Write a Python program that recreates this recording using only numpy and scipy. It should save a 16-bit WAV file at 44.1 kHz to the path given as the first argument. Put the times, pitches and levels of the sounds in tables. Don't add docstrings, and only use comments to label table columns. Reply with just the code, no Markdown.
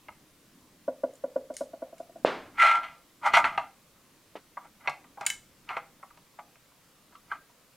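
import sys
import numpy as np
from scipy import signal
from scipy.io import wavfile
from scipy.ndimage import uniform_filter1d

SR = 44100
rng = np.random.default_rng(int(sys.argv[2]) if len(sys.argv) > 2 else 0)


def unload_audio(sound):
    columns = np.transpose(np.atleast_2d(sound))
    steps = np.round(np.clip(columns, -1, 1) * 32767)
    wavfile.write(sys.argv[1], SR, steps.astype(np.int16))


def linear_from_db(decibels):
    return 10 ** (np.asarray(decibels, float) / 20)


N = 342216

# start in seconds, peak in dB, pitch in Hz, rebound in dB.
LANDINGS = [(0.879, -17.5, 580, -4), (1.035, -16, 580, -6), (1.238, -20, 568, -8.5), (1.359, -16, 561, -21),
            (1.501, -27.5, 600, -25), (1.608, -20.5, 580, -4.5), (1.733, -29, 646, -16),
            (1.82, -23.5, 630, -15.5), (1.926, -36, 660, -10), (1.999, -28.5, 671, -9.5),
            (2.092, -42, 670, -9.5), (2.156, -35.5, 675, -9)]
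# pitch in Hz, level in dB, time to fade by 60 dB in seconds.
HOLLOW_MODES = [(533, 3, 0.095), (255, -9, .14), (700, -4, .05)]
# pitch in Hz, level in dB, time to fade by 60 dB in seconds.
BENCH_MODES = [(975, -22, .06), (1130, -25, .05), (1430, -26, .05), (1520, -30, .04), (1950, -38, .04),
               (2950, -42, .03)]
# start in seconds, peak in dB, pitch in Hz, rattle in dB, rattle fade in seconds.
BLOWS = [
    (2.248, -8, 620, -21, 0.48),
    (4.354, -32, 620, -6, 0.096),
]
# time of the peak in seconds, peak in dB, rise in seconds,
# fall in seconds, loudest region in Hz.
JERKS = [(2.586, -31, 0.022, 0.13, 1510), (2.602, -23.5, 0.035, .1, 2100),
         (2.622, -18.5, 0.039, 0.11, 2050), (2.632, -29.5, 0.027, 0.4, 600),
         (2.668, -21.5, 0.072, 0.045, 1720), (2.689, -32.5, 0.12, 0.21, 3000),
         (2.716, -25.5, 0.16, .08, 1800), (2.757, -28, 0.091, 0.15, 1390)]
# time of the peak in seconds, peak in dB,
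# rise in seconds, fall in seconds, loudest region in Hz.
SHORT_SKIDS = [(2.559, -55, 0.075, .1, 1800), (2.835, -40.5, 0.029, 0.27, 2380),
               (3.235, -38, .03, .1, 1110), (3.266, -18, 0.053, 0.11, 1104), (3.339, -16, .006, .1, 1694),
               (3.355, -22.5, .05, 0.0504, 4000), (3.371, -14, 0.02, 0.14, 1048),
               (3.448, -24.5, 0.01, 0.18, 1390), (3.55, -43.5, .15, .1, 1150),
               (3.58, -34, 0.0074, 0.2, 1100), (4.574, -45, 0.0046, 0.069, 1150),
               (4.655, -49, 0.068, 0.064, 1133), (4.81, -55.5, 0.023, 0.083, 1490),
               (4.861, -44, 0.061, 0.074, 1324), (5.214, -38, 0.028, 0.24, 990),
               (5.704, -36, .05, 0.21, 1360), (5.745, -50, 0.05, 0.14, 1290),
               (5.773, -32, 0.021, 0.06, 1440), (5.83, -62.5, 0.023, 0.31, 1340),
               (6.393, -42.5, 0.017, 0.044, 1220), (7.322, -37, 0.053, .12, 1370)]
# pitch in Hz, level in dB, time to fade by 60 dB in seconds.
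BOARD_MODES = [(580, -10, 0.1065), (666.2, -1, 0.064), (743.5, -8.5, 0.16), (807.4, -2.5, 0.12),
               (956, -2, 0.19), (1030, -13, 0.18), (1150, -9.5, 0.33), (1220, -0.5, 0.096),
               (1355, 5, 0.026), (1509, -10.5, 0.041), (1405, -8, 0.064), (1613, -7.5, 0.089),
               (2048, 7, 0.026), (2196, -6, 0.0087), (2000, -12, 0.015), (2500, -2.5, 0.037),
               (2763, -8.5, .06), (3122, -3.5, 0.019), (2870, -24.5, 0.018), (3375, -5.5, 0.017),
               (3900, -22, 0.09), (4260, -4.5, .03), (5000, -32.5, .03), (5680, -15, 0.038),
               (7400, -32.5, .02), (8900, -26, .02), (9950, -44, 0.02), (12770, -61, .012),
               (15700, -38.5, 0.00974)]
# pitch in Hz, time to fade by 60 dB in seconds.
SQUEAK_MODE = (1357, 0.3)
# start in seconds, peak in dB, loudest region in Hz, breadth in octaves.
BOARD_TAPS = [(0.084, -32.5, 1350, 2), (3.335, -14.5, 980, 3.7), (3.368, -33, 1220, 1.6),
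              (3.442, -12, 2030, 1.6), (3.576, -14.5, 1400, 2.02), (4.57, -26.5, 1090, 0.96),
              (4.851, -43, 1070, 1.1), (4.874, -15, 2300, 2.2), (4.895, -31.5, 2180, 5.5),
              (5.041, -47, 1190, 1.3), (5.173, -34, 920, 0.95), (5.21, -28, 890, 4.8),
              (5.69, -27.5, 2330, 1.3), (5.704, -25.5, 820, 2.2), (5.767, -20, 960, 2.26),
              (5.997, -56, 904, 1.4), (6.028, -36, 895, 1.3), (6.104, -47, 1560, 0.8),
              (6.173, -45.5, 1220, 4.7), (6.387, -33, 955, 1.05), (6.555, -46.5, 1243, 3.2),
              (6.716, -56.5, 1150, 1.7), (7.124, -49.5, 2130, 1.9), (7.15, -41, 1156, 0.22),
              (7.154, -48.5, 3300, 0.64), (7.315, -22, 1376, 0.42), (7.494, -54, 1190, 1.3),
              (7.6, -61, 1197, 1.3)]
# pitch in Hz, level in dB, time to fade by 60 dB in seconds.
JAW_MODES = [(1596, -9.5, 0.18), (2180, 3, 0.058), (3000, -4.5, 0.11), (3950, -13, 0.054),
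             (4080, -23.5, 0.016), (4900, 7, 0.0059), (6150, 9, 0.0127), (6160, -19.5, 0.042),
             (7120, 14.5, 0.012), (8300, -21.5, 0.018), (8690, 8.5, 0.026), (10200, -2.5, 0.058),
             (12860, -28, 0.042)]
# start in seconds, peak in dB, loudest region in Hz, breadth in octaves,
# grit in dB.
JAW_CLICKS = [(1.1364, -50, 8900, 0.66, -24), (1.1541, -48.5, 7760, 0.64, -13),
              (1.5394, -45, 4830, 3.3, -6), (1.5668, -26.5, 7900, 3.7, -15.5),
              (1.9812, -47.5, 2990, 4.6, -11), (5.2529, -39, 3160, 2.16, -34.5),
              (5.2641, -11, 6770, 2.2, -34), (5.2673, -17.5, 3000, 1.4, -16.5),
              (5.3012, -21.5, 4000, 0.88, -25), (5.3009, -17.5, 2090, 2.8, -35),
              (5.6884, -40.5, 2376, 1.28, -31)]
# time in seconds, level in dB.
STIR_LEVELS = [(0.0, -68), (0.28, -69.5), (1.88, -72), (2.33, -63), (2.83, -65.5), (3.11, -78), (3.31, -55),
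               (3.46, -52), (3.72, -76), (5.1, -69), (5.49, -69.5), (6.18, -73.5), (6.35, -71.5),
               (6.83, -80.5), (7.28, -71.5), (7.76, -78.5)]
# pitch in Hz, level per Hz in dB.
MIDDLE_HUSH = [(12, -44.5), (20, -15), (102, -17.5), (139, -7), (195, -11), (305, -17), (440, -15),
               (520, -11.5), (816, -18.5), (1110, -15), (1650, -19.5), (1900, -19), (8170, -24.5),
               (15200, -27), (16500, -37)]
# pitch in Hz, level per Hz in dB.
WIDE_HUSH = [(12, -21.5), (20, -9), (60, -2.5), (151, -11), (273, -6.5), (323, -11.5), (7940, -13),
             (15200, -16), (16500, -26.5)]
# pitch in Hz, time to fade by 60 dB in seconds.
ROOM_FADE = [(150, 1), (400, 0.82), (1000, 0.36), (2800, 0.46), (7000, 0.49), (14000, 0.37)]

CONTACT_S, UPPER_DB, HOLLOW_DB, HOLLOW_DB_PER_HZ = .0045, 6.5, -6.5, -0.047
REBOUND_S, CHATTER_DB, CHATTER_T60_S = .0078, -19.5, .28
SLIDE_SQUEAK_DB, SLIDE_OCTAVES = -1.5, 0.9
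SKID_SQUEAK_DB, SKID_OCTAVES = -16.5, 1.46
JERK_RANGE_DB, GRIT_DB, GRIT_GROWTH = 45.5, -23, 1.175
CRACK_DB, CRACK_DB_PER_OCTAVE, CRACK_GROWTH = -47.5, 8, 1
THUMP_DB, THUMP_DB_PER_OCTAVE = -34.5, 3.5
TAP_SCATTER_DB, JAW_SCATTER_DB = 3, 3
BOARD_ROOM_REACH = .6


def evened(x):
    return x / np.sqrt(np.mean(x ** 2) + 1e-20)


def peaked(x):
    return x / (abs(x).max() + 1e-20)


def passed(x, hz, kind, order=2):
    return signal.sosfilt(signal.butter(order, hz, kind, fs=SR, output="sos"), x)


def read(points, hz):
    f, value = np.transpose(points)
    return np.interp(np.log(hz + 1), np.log(f + 1), value)


def add(mix, s, sound):
    part = mix[round(s * SR):][:len(sound)]
    part += sound[:len(part)]


def contact_db(hz, centre_hz, octaves):
    return -12 * (np.log2(hz / centre_hz) / np.clip(octaves, .2, 9)) ** 2


def ring(hz, db, t60, rise_s, size=4096):
    t = np.arange(size)[:, None] / SR
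    sign = (-1.) ** np.arange(np.size(hz))
    swell = 1 - np.exp(-(t / abs(rise_s)) ** 2)
    fade = linear_from_db(db - 60 * t / np.clip(t60, .004, .16))
    return (sign * swell * fade * np.sin(2 * np.pi * hz * t)).sum(1)


def struck(modes, db, centre_hz, octaves, chatter_s, luck, scatter_db, rise_s, damping):
    hz, mode_db, t60 = np.transpose(modes)
    mode_db = mode_db + contact_db(hz, centre_hz, octaves)
    detune, scatter = luck[:2, :len(hz)]
    body = ring(hz, mode_db + scatter_db * scatter, damping * t60, rise_s)
    body += ring(hz * (1 + 0.096 * detune), mode_db + 3.0, .6 * damping * t60, rise_s)
    late, hits = abs(luck[2, :12]), np.zeros(2048)
    at = np.clip(late * chatter_s * SR, 0, 2047).astype(int)
    hits[at] = 0.83 * luck[3, :12] * np.exp(-late)
    hits[0] = 1
    return linear_from_db(db) * peaked(signal.fftconvolve(body, hits)[:len(body)])


def rocking():
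    out, t, chatter_t = np.zeros(N), np.arange(4096) / SR, np.arange(8192) / SR
    hollow_hz, hollow_mode_db, hollow_t60 = np.transpose(HOLLOW_MODES)
    bench_hz, bench_db, bench_t60 = np.transpose(BENCH_MODES)
    chatter = rng.standard_normal((len(LANDINGS), 8192))
    fade = linear_from_db(CHATTER_DB - 60 * chatter_t / CHATTER_T60_S) * np.minimum(chatter_t / .01, 1)
    swell = np.exp(-(t / CONTACT_S - 1.6) ** 2) * np.minimum(t / 0.00067, 1)
    for (s, peak_db, knock_hz, rebound_db), rattle in zip(LANDINGS, chatter):
        hollow_db = HOLLOW_DB + HOLLOW_DB_PER_HZ * (knock_hz - LANDINGS[0][2])
        foot = np.sin(2 * np.pi * knock_hz * t)
        octave_below = linear_from_db(-12.5) * np.sin(np.pi * .96 * knock_hz * t)
        knock = swell * (foot + octave_below)
        knock += ring(hollow_hz, hollow_mode_db + hollow_db, hollow_t60, 0.0024)
        knock += ring(bench_hz, bench_db + UPPER_DB, bench_t60, 0.004)
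        add(out, s - .0005, linear_from_db(peak_db) * peaked(knock))
        loose = evened(passed(rattle, [.84 * knock_hz, 1.08 * knock_hz], "band"))
        add(out, s, linear_from_db(peak_db) * fade * loose)
        add(out, s + REBOUND_S, -linear_from_db(peak_db + rebound_db) * swell * foot)
    return room(passed(out, 190, "high"), -21, .5)


def drops():
    out, t = np.zeros(N), np.arange(SR // 2) / SR
    ratios, levels_db = np.array([0.942, 0.41, 0.83, 2.0]), np.array([9.0, -9.5, -11, -25])
    for s, db, hz, rattle_db, rattle_t60 in BLOWS:
        blow = peaked(ring(hz * ratios, levels_db, 0.011, 0.0003, size=len(t)))
        rattle = passed(rng.standard_normal(len(t)), 675, "low", order=1)
        rattle = evened(passed(passed(rattle, 3300, "low"), 280, "high"))
        rattle *= linear_from_db(rattle_db - 60 * t / rattle_t60) * (1 - np.exp(-t / 0.006))
        add(out, s + 0.00054, linear_from_db(db + 3.5) * (blow + rattle))
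    return passed(out, 170, "high")


def slips():
    gate, size, sign = rng.random((N, 3)).T
    happens = gate < 6000 / SR
    return happens * linear_from_db(-2.5 * np.log(size + 0.00081)) * np.sign(sign - .5)


def drag(train, squeak_db, octaves, s, db, rise_s, fall_s, region_hz):
    lead = 2205
    first = round((s - rise_s) * SR)
    at = np.arange(first - lead, round((s + fall_s) * SR))
    part, t = train[at], at / SR - s
    hz, mode_db, t60 = np.transpose(BOARD_MODES)
    board = ring(hz, mode_db + contact_db(hz, region_hz, octaves), 0.6 * t60, 0.0001)
    board += abs(board).max() * ring(4150, -20, .014, .0002)
    sound = signal.fftconvolve(part, board)[:len(t)]
    squeak = signal.fftconvolve(part, ring(SQUEAK_MODE[0], 0, SQUEAK_MODE[1], 0.0054))[:len(t)]
    grit = passed(part, [3200, 9500], "band", order=2)
    sound, squeak, grit = (v / np.sqrt(uniform_filter1d(v ** 2, size=1200) + 1e-12)
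                           for v in (sound, squeak, grit))
    level = linear_from_db(db - JERK_RANGE_DB * np.maximum(-t / rise_s, t / fall_s))
    jerk = level * (sound + linear_from_db(squeak_db) * squeak)
    jerk += linear_from_db(GRIT_DB) * level ** GRIT_GROWTH * grit
    return first / SR, jerk[lead:]


def slides():
    out, train = np.zeros(N), slips()
    for row in JERKS:
        add(out, *drag(train, SLIDE_SQUEAK_DB, SLIDE_OCTAVES, *row))
    for row in SHORT_SKIDS:
        add(out, *drag(train, SKID_SQUEAK_DB, SKID_OCTAVES, *row))
    return out


def taps():
    out, bench, t = np.zeros(N), np.zeros(N), np.arange(2048) / SR
    luck = rng.standard_normal((len(BOARD_TAPS), 4, 30))
    thump = peaked(ring(np.array([76.75, 144, 243, 404]), np.array([-12.5, 0, -5.5, 10]),
                        np.array([.2, 0.2, 0.0888, 0.05]), 0.00054))
    white = rng.standard_normal((len(BOARD_TAPS), len(t)))
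    cracks = passed(white, [1500, 6500], "band", order=2) * linear_from_db(-60 * t / .04)
    for (s, db, hz, octaves), chance, crack in zip(BOARD_TAPS, luck, cracks):
        add(out, s, struck(BOARD_MODES, db, hz, octaves, .007, chance, TAP_SCATTER_DB, 0.00089, .48))
        crack_db = CRACK_DB + CRACK_GROWTH * db + CRACK_DB_PER_OCTAVE * octaves
        add(out, s, linear_from_db(crack_db) * peaked(crack))
        add(bench, s, linear_from_db(db + THUMP_DB + THUMP_DB_PER_OCTAVE * octaves) * thump)
    return out, bench


def clicks():
    out, t = np.zeros(N), np.arange(4096) / SR
    luck = rng.standard_normal((len(JAW_CLICKS), 4, 30))
    white = rng.standard_normal((len(JAW_CLICKS), len(t)))
    spray = passed(white, [3500, 10500], "band", order=3) * linear_from_db(-60 * t / .25)
    snaps = passed(white, [11500, 15000], "band") * linear_from_db(-60 * t / 0.056)
    for (s, db, hz, octaves, grit_db), chance, grit, snap in zip(JAW_CLICKS, luck, spray, snaps):
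        steel = struck(JAW_MODES, db, hz, octaves, .003, chance, JAW_SCATTER_DB, 0.00027, 0.64)
        add(out, s, steel + linear_from_db(db + grit_db) * grit + linear_from_db(db - 19.5) * peaked(snap))
    return out


def room(x, wet_db, reach):
    echoes = np.zeros(SR // 2)
    at = np.arange(200, SR // 2 - 20, 20)
    echoes[at + rng.integers(0, 20, len(at))] = rng.choice([-1., 1.], len(at))
    hz, t, z = signal.stft(echoes, SR, nperseg=256)
    fade = linear_from_db(-60 * t / (reach * read(ROOM_FADE, hz)[:, None]))
    tail = signal.istft(z * fade, SR, nperseg=256)[1]
    return x + linear_from_db(wet_db) * signal.fftconvolve(x, tail / np.linalg.norm(tail))[:len(x)]


def noise(spectrum, patchy_db):
    frames, hz = N // 512 + 5, np.fft.rfftfreq(2048, 1 / SR)
    a, b, patches = rng.standard_normal((frames, 1025, 3)).T
    patches = uniform_filter1d(patches, size=12, axis=0)
    patches = evened(uniform_filter1d(patches, size=8, axis=1))
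    z = (a + 1j * b) * linear_from_db(read(spectrum, hz)[:, None] + patchy_db * patches)
    return evened(signal.istft(z, nperseg=2048, noverlap=1536)[1][:N])


def stir():
    s, db = np.transpose(STIR_LEVELS)
    level = linear_from_db(np.interp(np.arange(N) / SR, s, db) + 4.5)
    colour = [(18, -4.5), (40, -10), (75, -6.0), (140, -3.5), (300, 1), (450, -12.5), (900, -53.5)]
    return level * noise(colour, 2.5)


def scene():
    knocks, bench = taps()
    board = room(knocks, -10.0, BOARD_ROOM_REACH) + room(slides(), -14.0, 0.19)
    board = passed(board, 440, "high", order=4)
    steel = passed(room(clicks(), -10.5, BOARD_ROOM_REACH), 800, "high")
    hush = linear_from_db(-63) * noise(MIDDLE_HUSH, 1.2)
    mid = rocking() + drops() + board + bench + steel + stir() + hush
    side = linear_from_db(-69.5) * noise(WIDE_HUSH, 0.52)
    return np.array([mid + side, mid - side])


def top_cut(x):
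    return signal.sosfilt(signal.butter(12, 16640, fs=SR, output="sos"), x)


def record(dry):
    return top_cut(dry)


dry = scene()
out = record(dry)
unload_audio(out)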